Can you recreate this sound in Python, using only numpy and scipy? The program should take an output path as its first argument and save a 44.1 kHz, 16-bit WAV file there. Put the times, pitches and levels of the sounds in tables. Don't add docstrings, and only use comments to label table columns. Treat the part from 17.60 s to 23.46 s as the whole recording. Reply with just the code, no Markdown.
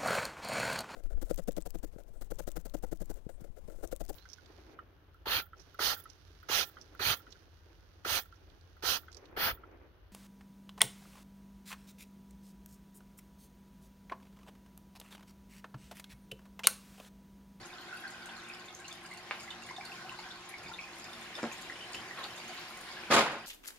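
import sys
import numpy as np
from scipy import signal
from scipy.fft import rfft, irfft, next_fast_len
from scipy.io import wavfile
from scipy.ndimage import uniform_filter1d

SR = 44100
rng = np.random.default_rng(int(sys.argv[2]) if len(sys.argv) > 2 else 0)


def makeup_ratio(level_db):
    decades = np.asarray(level_db, float) / 20
    return 10 ** decades


def dump(signal):
    limited = np.clip(np.atleast_2d(signal).T, -1, 1)
    pcm = np.round(limited * 32767).astype(np.int16)
    wavfile.write(sys.argv[1], SR, pcm)


N = 258426
T = np.arange(N) / SR
PADDED = next_fast_len(N, real=True)

# start in seconds, bubble pitch in Hz, peak in dB, length in ms.
DRIPS = [(0.322, 1482, -39.5, 22), (3.115, 1410, -44.5, 8.5), (0.435, 1600, -36, 7.8),
         (0.691, 3400, -46, 3.6), (0.8, 3640, -46, 3.2), (0.898, 2450, -37, 3.4), (1.083, 3570, -44, 2.8),
         (1.313, 3480, -41.5, 4.3), (1.511, 2066, -40, 5.6), (1.573, 2700, -46, 4.1),
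         (1.877, 2040, -46.5, 9), (1.904, 3600, -36, 3.5), (1.908, 2950, -37, 3.7), (2.097, 2080, -37, 3),
         (2.162, 3640, -39.5, 3.6), (2.209, 2260, -38, 3.2), (2.317, 2640, -38.5, 4.2),
         (2.493, 2810, -37, 2.8), (2.708, 3570, -41.5, 3.6), (2.919, 1780, -48, 6.7),
         (2.938, 2240, -36.5, 5.7), (3.059, 2280, -41.5, 4.8), (3.136, 3650, -38.5, 3.8),
         (3.183, 2270, -38, 5.7), (3.189, 2440, -33, 2.9), (3.752, 3550, -39, 4.2), (3.912, 2420, -42, 8.3),
         (4.097, 1920, -33.5, 4.5), (4.12, 1960, -42, 4.1), (4.345, 2840, -31, 3.2),
         (4.508, 1870, -37, 3.9), (4.572, 1480, -42, 5), (4.589, 1760, -38, 3.2), (4.613, 1470, -46, 5),
         (5.797, 4820, -50, 4), (5.8076, 2420, -49, 5), (5.848, 4830, -52, 4)]
# start in seconds, pitch in Hz, peak in dB, length in ms.
BUBBLE_RUNS = [(1.905, 930, -45.5, 8), (3.205, 2400, -46, 9), (3.233, 2455, -44, 9.1),
               (3.265, 2420, -51, 9), (4.158, 2950, -49, 4.3), (4.162, 2380, -47, 5),
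               (4.206, 2970, -39.5, 4), (4.223, 3030, -41, 8.1), (4.242, 3000, -47, 4.1),
               (4.365, 3040, -43, 5.9), (4.384, 3100, -41, 3.7), (5.367, 1680, -43.5, 8.5),
               (5.385, 1600, -51, 7.9), (5.433, 2370, -41.5, 5), (5.451, 2400, -58, 5.1),
               (5.473, 2400, -44, 3.9)]
# start in seconds, peak in dB, pitch in Hz, length in ms.
GLUGS = [(0.684, -45, 930, 5.8), (2.105, -41.5, 1000, 7.4), (2.18, -41, 764, 9), (2.19, -42.5, 788, 9),
         (2.299, -45.5, 733, 9.7), (2.446, -49, 738, 13.4), (2.511, -46, 1058, 19), (2.587, -41, 880, 7.1),
         (2.757, -46, 1055, 5.9), (3.096, -45, 913, 8), (3.111, -43, 890, 6.1), (3.775, -46, 565, 8.6),
         (4.299, -45, 1060, 8.3), (4.583, -40.5, 1140, 5.4), (4.597, -47, 1087, 19),
         (4.649, -47.5, 724, 12), (4.714, -48, 1040, 8.3), (4.899, -44.5, 725, 12)]
# start in seconds, peak in dB, bubble pitch in Hz.
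DROPLETS = [(0.0518, -44, 6150), (0.2124, -45, 4120), (0.4785, -40.5, 4540), (0.5026, -43.5, 7250),
            (0.7128, -55, 4690), (0.7652, -40.5, 4220), (0.7965, -46, 4140), (0.9363, -38.5, 5100),
            (0.995, -41.5, 4570), (1.0575, -45, 6850), (1.1488, -36.5, 6220), (1.255, -45, 4130),
            (1.2805, -36, 6300), (1.3257, -41, 4900), (1.458, -43, 4860), (1.511, -47, 4310),
            (1.5284, -43, 4150), (1.5775, -44, 4330), (1.709, -56, 4100), (1.729, -52, 4200),
            (1.7554, -56, 4820), (1.7976, -38.5, 4870), (1.831, -43, 6730), (1.9006, -61, 4480),
            (2.0208, -51, 4840), (2.1475, -62, 5150), (2.1625, -53, 4150), (2.2525, -38, 4350),
            (2.3535, -45, 5070), (2.4862, -53, 5240), (2.588, -36.5, 4270), (2.7124, -43, 4090),
            (2.757, -44, 4310), (2.8554, -47, 6710), (2.9826, -42, 4940), (3.083, -40, 4900),
            (3.1353, -53, 4050), (3.21, -45, 5240), (3.2405, -59, 4300), (3.4411, -38.5, 4970),
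            (3.5314, -44, 5200), (3.7229, -50, 4170), (3.752, -35.5, 5220), (3.8308, -39, 5310),
            (3.9215, -38.5, 6880), (4.0168, -48, 4640), (4.2393, -50, 4930), (4.3316, -38, 4720),
            (4.3445, -39, 5140), (4.588, -41, 4140), (4.6391, -32.5, 4330), (4.7765, -41.5, 4840),
            (4.8793, -39, 6550), (4.977, -40, 4210), (5.2904, -47, 4170), (5.3144, -37.5, 4870)]
# start in seconds, peak in dB, bubble pitch in Hz.
BLIPS = [(0.0992, -44, 2470), (0.1194, -47, 2500), (0.2179, -44.5, 3080), (0.2853, -44, 3730),
         (0.402, -50, 2720), (0.5511, -43.5, 3110), (0.6479, -50, 2620), (0.6714, -48, 2640),
         (0.6888, -43, 2940), (1.2486, -38.5, 2760), (1.2944, -43, 2345), (1.7983, -44, 2240),
         (2.361, -43, 2340), (2.592, -43, 2800), (2.6379, -44, 3220), (2.8863, -45, 3880),
         (2.9108, -49, 2240), (3.0415, -39, 2460), (3.5294, -42, 3500), (4.4802, -51, 2340),
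         (4.6379, -32.5, 3730), (4.7785, -40, 3630), (5.1362, -43, 2270), (5.2894, -43, 3860)]
# start in seconds, peak in dB, pitch in Hz.
TICKS = [(0.0687, -50, 10600), (0.2114, -50, 13100), (0.3441, -56, 13500), (0.369, -45.5, 9200),
         (0.407, -47, 10700), (0.4783, -51, 8970), (0.5067, -50, 8320), (0.6584, -41.5, 8400),
         (0.7696, -52, 8850), (0.8375, -54, 8700), (0.8669, -57, 9050), (0.8864, -49, 8750),
         (0.9487, -53, 8800), (1.0575, -59, 8560), (1.199, -50, 8600), (1.2805, -53, 8760),
         (1.327, -47, 8900), (1.3523, -50, 10900), (1.4386, -50, 8900), (1.4637, -49, 8300),
         (1.512, -50, 8390), (1.537, -44, 8500), (1.5728, -50, 10400), (1.7549, -57, 10500),
         (1.804, -49, 8400), (1.8317, -50, 8590), (1.9046, -50, 8200), (2.0223, -50, 8000),
         (2.0634, -44.5, 8900), (2.0877, -52, 11300), (2.2524, -44, 9000), (2.4912, -55, 11200),
         (2.5875, -60, 10500), (2.6858, -56, 8350), (2.8896, -42.5, 10600), (3.033, -50, 9600),
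         (3.1278, -52, 10500), (3.357, -48, 8730), (3.3842, -47, 10200), (3.5319, -53, 9120),
         (3.6114, -47, 8720), (3.7623, -49, 8890), (3.93, -47, 12900), (3.9814, -46, 8100),
         (4.0133, -45, 10800), (4.3215, -43, 8160), (4.3445, -47, 8200), (4.5885, -51, 8870),
         (4.6374, -59, 8100), (4.7611, -52, 8850), (4.778, -49, 8420), (4.8424, -52, 8290),
         (4.8833, -51, 11000), (4.9467, -48, 14200), (4.9965, -51, 13000), (5.086, -52, 13800),
         (5.1028, -48, 11500), (5.173, -44, 8640), (5.21, -45, 9400), (5.213, -52, 13500)]
DROPLET_CYCLES, BLIP_CYCLES, TICK_CYCLES = 10.8, 11.8, 7.1
DROPLET_DB, BLIP_DB = -3, -4
TICK_LEFT_DB, PAN_SCATTER_DB = 9, 2
# pitch in Hz, level in dB.
FIZZ = [(600, -9.5), (1500, 1.5), (3000, 3.5), (6000, 2), (12000, -9.5)]
SNAP_DB, SNAP_S = -8.5, 0.0018

# start, swell, hold and fade in seconds, level in dB.
GURGLES = [
    (0.1, 0.055, 0.06, 0.089, -58),
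    (0.263, 0.042, 0.13, 0.66, -50.5),
    (2.197, 0.1, 0.42, 0.07, -54),
]
PIPE_HZ, PIPE_WIDTH_HZ = 1520, 230

CLATTER_S, CLATTER_DB, ATTACK_S, HOLD_S, LET_GO_S = 5.498, -27, 0.022, 0.074, 0.028
LET_GO_DB, FADE_DB_PER_S, FADE_DB_PER_S2 = -5, 35.5, 305
SHAKE_DB, SHAKE_T60_S = 4.5, 0.098
# centre in seconds, depth in dB, half length in seconds.
LULLS = [
    (5.531, -3, 0.0036),
    (5.562, -4, 0.0048),
    (5.603, -3.5, .004),
    (5.655, -4.5, .008),
]
# frequency in Hz, density in dB per Hz.
RASP = [(35, -38), (60, -42), (327, -9), (509, -7), (559, -3.5), (1070, -1.5), (3270, -13.5), (5840, -21.5),
        (11200, -35.5), (15500, -50)]
# start in seconds, level in dB, hold in seconds, ringing in dB.
SCRAPES = [
    (5.504, -27, .005, -2),
    (5.51, -9, 0.015, -13),
    (5.532, -3.5, 0.023, 2),
    (5.58, -8.5, 0.022, -4),
    (5.616, -17, 0.0084, -14),
    (5.635, -23, 0.023, -20),
    (5.715, -24, 0.0066, -8),
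]
SCRAPE_T60_S = 0.11
# pitch in Hz, width in Hz, level in dB.
METAL = [(4840, 320, -2), (6630, 520, 1), (7540, 190, 2), (10300, 500, -16), (11050, 350, -4),
         (14500, 800, -14)]
# start, swell, hold and fade in seconds, level in dB.
CREAKS = [
    (3.722, .005, 0.0085, .02, -69),
    (3.745, .005, 0.0087, .015, -67),
    (3.775, .004, 0.016, 0.02, -49),
    (4.568, .01, 0.071, 0.045, -52),
]

# start in seconds, strength in dB, contact time in ms.
KNOCKS = [(3.778, -36, 1.2), (3.8311, -9, 1.21), (3.8306, -27, 1.9), (3.8397, -25, 0.52),
          (3.854, -34, 0.37), (3.851, -18, 1.9), (3.8395, -22.5, 0.92), (3.862, -25, 1.4),
          (3.869, -31, 1.7), (4.347, -43, 0.19), (4.35, -27.5, 1.8), (4.399, -28, 1.9), (4.585, -33, 0.44),
          (5.4998, -29, 1), (5.504, -7.5, 1.35), (5.509, -22, 0.44), (5.5123, -24, 0.53),
          (5.5163, -22, 0.41), (5.5384, -15, 0.67), (5.5419, -23, 0.28), (5.564, -6, 0.87),
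          (5.5791, -22, 0.61), (5.5902, -18.5, 0.37), (5.593, -25, 0.48), (5.608, -22.5, 0.31),
          (5.6095, -35, 0.28), (5.6245, -27, 0.35), (5.663, -22, 0.64), (5.688, -27, 0.42),
          (5.755, -25, 0.64)]
# pitch in Hz, level in dB, t60 in seconds.
CABINET = [(165, -10, .08), (236, -3.5, .11), (331, -2, .12), (431, -2, .12), (570, 0, .13), (721, -2, .13),
           (767, -2, .13), (840, -4, .12), (910, -1, .11), (1070, 0, .11), (1300, -1, .08), (1510, -1, .08),
           (1700, -2, .07), (2400, -12, .04), (2800, -15, .03)]
DAMPED_S, DAMPED_DB = 3.873, -15

# pitch in Hz, level in dB, t60 in seconds.
TAPPED = [(524, -14, 0.063), (834, -18.5, 0.19), (1040, -10.5, 0.18), (1250, -3.5, 0.043), (1535, -6, 0.1),
          (1760, 4, 0.01)]
TAP_S, TAP_DB = 1.7100, -32
# start in seconds, level in dB, length in seconds.
BUMPS = [
    (0.0, -55.5, 0.037),
    (2.98, -56, 0.16),
    (4.35, -56, 0.079),
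    (5.498, -45.5, 0.1),
]

# time in seconds, wash level in dB.
FLOW = [(0.0, -48), (0.55, -48.5), (1.53, -49.5), (1.73, -46.5), (2.17, -49), (2.32, -46), (2.76, -48),
        (2.87, -49.5), (3.82, -44), (5.45, -43.5), (5.63, -51), (5.86, -48.5)]
# frequency in Hz, density in dB per Hz.
WASH = [(12, -47), (20, -13), (171, -9), (274, -10.5), (352, -6.5), (439, -11), (746, -9), (1040, -8.5),
        (1230, -9), (1720, -8.5), (5090, -18), (11100, -29.5), (15500, -44)]
# pitch in Hz, rms level in dB.
HUM = [(120, -73.5), (180, -68.5), (300, -74.5), (360, -65.5)]
# pitch in Hz, width in Hz, rms level in dB.
HOUSING = [(229.6, 8, -67.5), (342.5, 27, -65), (755.4, 111, -62), (1058, 40, -63.5)]

ROOM_T60_S, ROOM_DB, RIGHT_LAG_S = 0.19, -4.5, .00005
# frequency in Hz, side minus mid in dB.
SIDE_SHARE = [(30, -4), (60, -6), (125, -13), (300, -16), (600, -16), (1100, -11), (2000, -1), (4000, 0),
              (8000, -2.5), (12000, -1)]
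# frequency in Hz, left minus right in dB.
LEFT_GAIN = [(30, -2.5), (150, -.5), (2000, 0), (8000, 1.3), (13000, 2)]
# centre in Hz, width in Hz.
NOTCHES = [(5905, 190), (7845, 290)]
TOP_HZ = 15750


def level(x, db):
    return x * makeup_ratio(db) / np.sqrt(np.mean(x ** 2))


def on_log(points, hz):
    f, v = np.transpose(points)
    return np.interp(np.log(np.maximum(hz, 1)), np.log(np.maximum(f, 1)), v)


def shaped(x, gain):
    return irfft(rfft(x, PADDED) * gain(np.fft.rfftfreq(PADDED, 1 / SR)), PADDED)[..., :N]


def resonance(x, hz, width_hz):
    return signal.lfilter(*signal.iirpeak(hz, hz / width_hz, fs=SR), x)


def resonance_twice(x, hz, width_hz):
    return resonance(resonance(x, hz, width_hz), hz, width_hz)


def butter(x, order, hz, kind):
    return signal.sosfilt(signal.butter(order, hz, kind, fs=SR, output="sos"), x)


def walk(rate):
    k = int(SR / rate)
    steps = np.repeat(rng.standard_normal(N // k + 1), k)
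    return 1.85 * uniform_filter1d(uniform_filter1d(steps, k), k)[:N]


def spells(rows):
    return sum(makeup_ratio(db) * np.interp(T - s, np.cumsum([0, rise, hold, fade]), [0, 1, 1, 0])
               for s, rise, hold, fade, db in rows)


def wide(mid, side):
    return mid + np.outer([1, -1], shaped(side, lambda f: makeup_ratio(on_log(SIDE_SHARE, f))))


def wide_noise():
    return wide(*rng.standard_normal((2, N)))


def clear_drops():
    drops = [(s, hz, db, ms, 0) for s, hz, db, ms in DRIPS]
    drops += [(s, hz, db + DROPLET_DB, 1000 * DROPLET_CYCLES / hz, 0) for s, db, hz in DROPLETS]
    drops += [(s, hz, db + BLIP_DB, 1000 * BLIP_CYCLES / hz, 0) for s, db, hz in BLIPS]
    return drops + [(s, hz, db, 1000 * TICK_CYCLES / hz, TICK_LEFT_DB) for s, db, hz in TICKS]


def add_bubble(out, s, hz, db, ms, pan_db, turn, glide=.02):
    u = np.arange(int(3 * ms * SR / 1000) + 8) / (max(ms, .2) * SR / 1000)
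    shape = (u / .75 * np.exp(1 - u / .75)) ** 5
    phase = 2 * np.pi * hz * (1 - glide / 2) * (u + glide * u ** 2 / 2) * ms / 1000
    lag = turn * min(hz / 2500, 1) ** 2
    i = max(int(s * SR), 0)
    n = max(min(len(u), N - i), 0)
    out[0, i:i + n] += (makeup_ratio(db + pan_db / 2) * shape * np.sin(phase - lag / 2))[:n]
    out[1, i:i + n] += (makeup_ratio(db - pan_db / 2) * shape * np.sin(phase + lag / 2))[:n]


def bubbles(flow_db):
    out = np.zeros((2, N))
    clear = clear_drops()
    clear += [(s, hz, db, ms, 0) for s, hz, db, ms in BUBBLE_RUNS]
    clear += [(s, hz, db, ms, 0) for s, db, hz, ms in GLUGS]
    for (s, hz, db, ms, pan_db), luck in zip(clear, rng.standard_normal((len(clear), 5, 4))):
        pan_db += PAN_SCATTER_DB * luck[0, 1]
        add_bubble(out, s, hz, db, ms, pan_db, .5 * luck[0, 0])
        for late, detune, size, turn in luck[1:]:
            near_s, near_hz = s + .003 + .008 * late, hz * (1 + .045 * detune)
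            add_bubble(out, near_s, near_hz, db - 7 + 2.5 * size, .7 * ms, pan_db, turn)
    for when, pitch, size, long, pan, turn in rng.random((1700, 6)):
        hz = 600 * 24 ** pitch
        db = -57 + on_log(FIZZ, hz) + 8 * size ** 3 + .4 * flow_db[int(when * N)]
        ms = 1000 * (6 + 14 * long) / hz
        add_bubble(out, when * T[-1], hz, db, ms, 8 * (pan - .5), 2.5 * (turn - .5))
    return out


def spray(flow_db):
    out, t, hiss = 0, T[:SR // 10], wide_noise()
    fade = (1 - np.exp(-t / 0.004)) ** 2 * (np.exp(-t / 0.0035) + 0.1 * np.exp(-t / 0.011))
    for hz, spray_db in [(4500, 5), (7000, 11), (10000, 2.5), (13500, -16)]:
        start = np.zeros(N)
        for s, drip_hz, db, ms, pan_db in clear_drops():
            start[int((s - .002) * SR)] += makeup_ratio(db - 17.3 * abs(np.log2(drip_hz / hz)))
        stray = rng.random((300, 2))
        start[(stray[:, 0] * N).astype(int)] += makeup_ratio(-62.0 + 4.6 * stray[:, 1] ** 4.4)
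        grit = hiss * makeup_ratio(5.2 * walk(900))
        burst = makeup_ratio(0.41 * flow_db) * signal.fftconvolve(start, fade)[:N] * grit
        out = out + makeup_ratio(spray_db) * resonance_twice(burst, hz, .3 * hz)
    return out


def snaps():
    out, t, noise = 0, T[:SR // 50], wide_noise()
    snap = t / SNAP_S * np.exp(1 - t / SNAP_S)
    for band_hz, band_db in [(8600, 2), (11000, 5), (13700, 2)]:
        start = np.zeros(N)
        for rows in (TICKS, DROPLETS):
            for s, db, hz in rows:
                start[int(s * SR)] += makeup_ratio(db + SNAP_DB + band_db - 14 * abs(np.log2(hz / band_hz)))
        burst = signal.fftconvolve(start, snap)[:N] * noise
        out = out + butter(burst, 2, [.87 * band_hz, 1.13 * band_hz], "band")
    return out


def gurgle():
    pops = rng.standard_normal((2, N)) * (rng.random(N) < .1) * makeup_ratio(1.5 * walk(28.9))
    ring = resonance_twice(pops, PIPE_HZ, PIPE_WIDTH_HZ) + makeup_ratio(-14) * resonance(pops, 1860, 350)
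    return (spells(GURGLES) + makeup_ratio(-64.0)) * level(wide(*ring), -1.5)


def cabinet(push):
    t = T[:SR // 2]
    ring = sum(makeup_ratio(db - 60 * t / t60) * np.sin(2 * np.pi * hz * t) for hz, db, t60 in CABINET)
    return signal.fftconvolve(push, ring)[:N]


def clatter_db():
    t = T - CLATTER_S
    after = np.maximum(t - ATTACK_S - HOLD_S, 0)
    db = CLATTER_DB + np.interp(t, [0, .005, ATTACK_S], [-40, -14, 0], left=-120)
    db = db + LET_GO_DB * np.minimum(after / LET_GO_S, 1)
    db = db - FADE_DB_PER_S * after - FADE_DB_PER_S2 * after ** 2
    return db + sum(dip_db * np.exp(-((T - s) / half) ** 2) for s, dip_db, half in LULLS)


def shaken_parts():
    jolts = np.zeros(N)
    for s, db, ms in KNOCKS:
        jolts[int(s * SR)] += makeup_ratio(db + SHAKE_DB)
    return signal.lfilter([1], [1, -makeup_ratio(-60 / SHAKE_T60_S / SR)], jolts)


def clatter():
    body_db = clatter_db()
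    hits = rng.standard_normal((2, N)) * (3.0 + (rng.random(N) < .05))
    hits = hits * makeup_ratio(0.87 * walk(250)) * (1 + shaken_parts())
    rasp = level(shaped(wide(hits[0], 0.84 * hits[1]), lambda f: makeup_ratio(on_log(RASP, f))), 3.4)
    bright = butter(rasp, 2, 3000, "high")
    ring = cabinet(makeup_ratio(body_db) * hits[0]) / np.std(cabinet(hits[0, :SR]))

    metal = sum(level(resonance_twice(bright, hz, w), db - 22.5) for hz, w, db in METAL)
    scraping, ringing = 0, 0
    for s, db, hold, ring_db in SCRAPES:
        stroke = (T > s) * makeup_ratio(CLATTER_DB + db - 60 * np.maximum(T - s - hold, 0) / SCRAPE_T60_S)
        scraping = scraping + stroke
        ringing = ringing + makeup_ratio(ring_db) * stroke

    dull_part = (makeup_ratio(body_db) + spells(CREAKS)) * (rasp - bright)
    bright_part = (makeup_ratio(5.5) * scraping + makeup_ratio(body_db - 4.5)) * bright
    squeal = makeup_ratio(6.5) * ringing * metal
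    return dull_part + bright_part + squeal + makeup_ratio(-10) * wide(ring, np.roll(ring, shift=400))


def knocks():
    push = np.zeros(N)
    for s, db, ms in KNOCKS:
        n = max(int(ms * SR / 1000), 2)
        push[int(s * SR):int(s * SR) + n] += makeup_ratio(db) * np.sin(np.pi * (np.arange(n) + .5) / n) / n
    click = np.gradient(uniform_filter1d(push, size=7))
    sound = makeup_ratio(-16.5) * cabinet(push) + makeup_ratio(47.0) * click
    sound = sound * makeup_ratio(DAMPED_DB * (T > DAMPED_S) * (T < DAMPED_S + .2))
    return butter(sound, 3, 210, "high")


def tap():
    t = np.maximum(T - TAP_S, 0)
    ring = sum(makeup_ratio(db - 60 * t / t60) * np.sin(2 * np.pi * hz * t) for hz, db, t60 in TAPPED)
    crack = makeup_ratio(11.0 - 60 * t / 0.0049) * np.sin(2 * np.pi * 2300 * t)
    tail = (t > 0) * (makeup_ratio(-7 - 60 * t / 0.04) + makeup_ratio(-13.5 - 60 * t / 0.42))
    grit = tail * level(resonance(rng.standard_normal(N), 1240, 1800), 0)
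    return makeup_ratio(TAP_DB) * butter(ring + crack + grit, 3, [450, 4000], "band")


def bumps():
    swell = sum(makeup_ratio(db) * np.exp(-((T - s - long / 2) / long * 2) ** 2) for s, db, long in BUMPS)
    return swell * level(resonance(rng.standard_normal(N), 120, 170), 0)


def wash(flow_db):
    out, f = 0, np.fft.rfftfreq(PADDED, 1 / SR)
    spectrum = rfft(shaped(wide_noise(), lambda f: makeup_ratio(on_log(WASH, f))), PADDED)
    for octave in np.arange(0, 10, .5):
        bell = np.clip(1 - np.abs(np.log2(f / 25 + 1e-9) - octave) * 2, 0, 1)
        follow = min(octave / 5, 1 + .03 * max(octave - 6, 0) ** 2)
        flicker_db = (.7 + .08 * octave) * walk(9) + follow * flow_db
        out = out + makeup_ratio(flicker_db) * irfft(spectrum * bell, PADDED)[:, :N]
    return level(out, -50)


def pump():
    lines = 0
    for k, (hz, db) in enumerate(HUM):
        lines = lines + np.sqrt(2) * makeup_ratio(db + 0.51 * walk(3.1)) * np.sin(2 * np.pi * hz * T + k)
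    noise = wide_noise()
    return lines + sum(level(resonance_twice(noise, hz, w), db) for hz, w, db in HOUSING)


def room(x):
    t = T[:SR // 2]
    tail = rng.standard_normal((2, len(t))) * makeup_ratio(-60 * t / ROOM_T60_S) * (t > .003)
    tail = tail / np.linalg.norm(tail[0])
    mid, side = signal.fftconvolve(x.mean(0, keepdims=True), tail, axes=1)[:, :N]
    return x + makeup_ratio(ROOM_DB) * wide(mid, side)


def scene():
    s, flow_db = np.transpose(FLOW)
    flow_db = np.interp(T, s, flow_db - flow_db.mean())
    tank = room(bubbles(flow_db) + spray(flow_db) + snaps() + knocks() + tap())
    tank = tank + gurgle() + wash(flow_db) + pump()
    tank[1] = shaped(tank[1], lambda f: np.exp(-2j * np.pi * f * RIGHT_LAG_S))
    rattle = clatter()
    rattle[0] = np.roll(rattle[0], 4)
    return tank + butter(rattle, 2, 110, "high") + wide(bumps(), bumps())


def roll_off(x):
    return signal.sosfilt(signal.butter(12, 15740, fs=SR, output="sos"), x)


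def record(dry):
    mix = shaped(dry, lambda f: makeup_ratio(np.outer([.5, -.5], on_log(LEFT_GAIN, f))) * (f < TOP_HZ))
    for hz, width_hz in NOTCHES:
        mix = signal.lfilter(*signal.iirnotch(hz, hz / width_hz, fs=SR), mix)
    return roll_off(mix)


dry = scene()
out = record(dry)
dump(out)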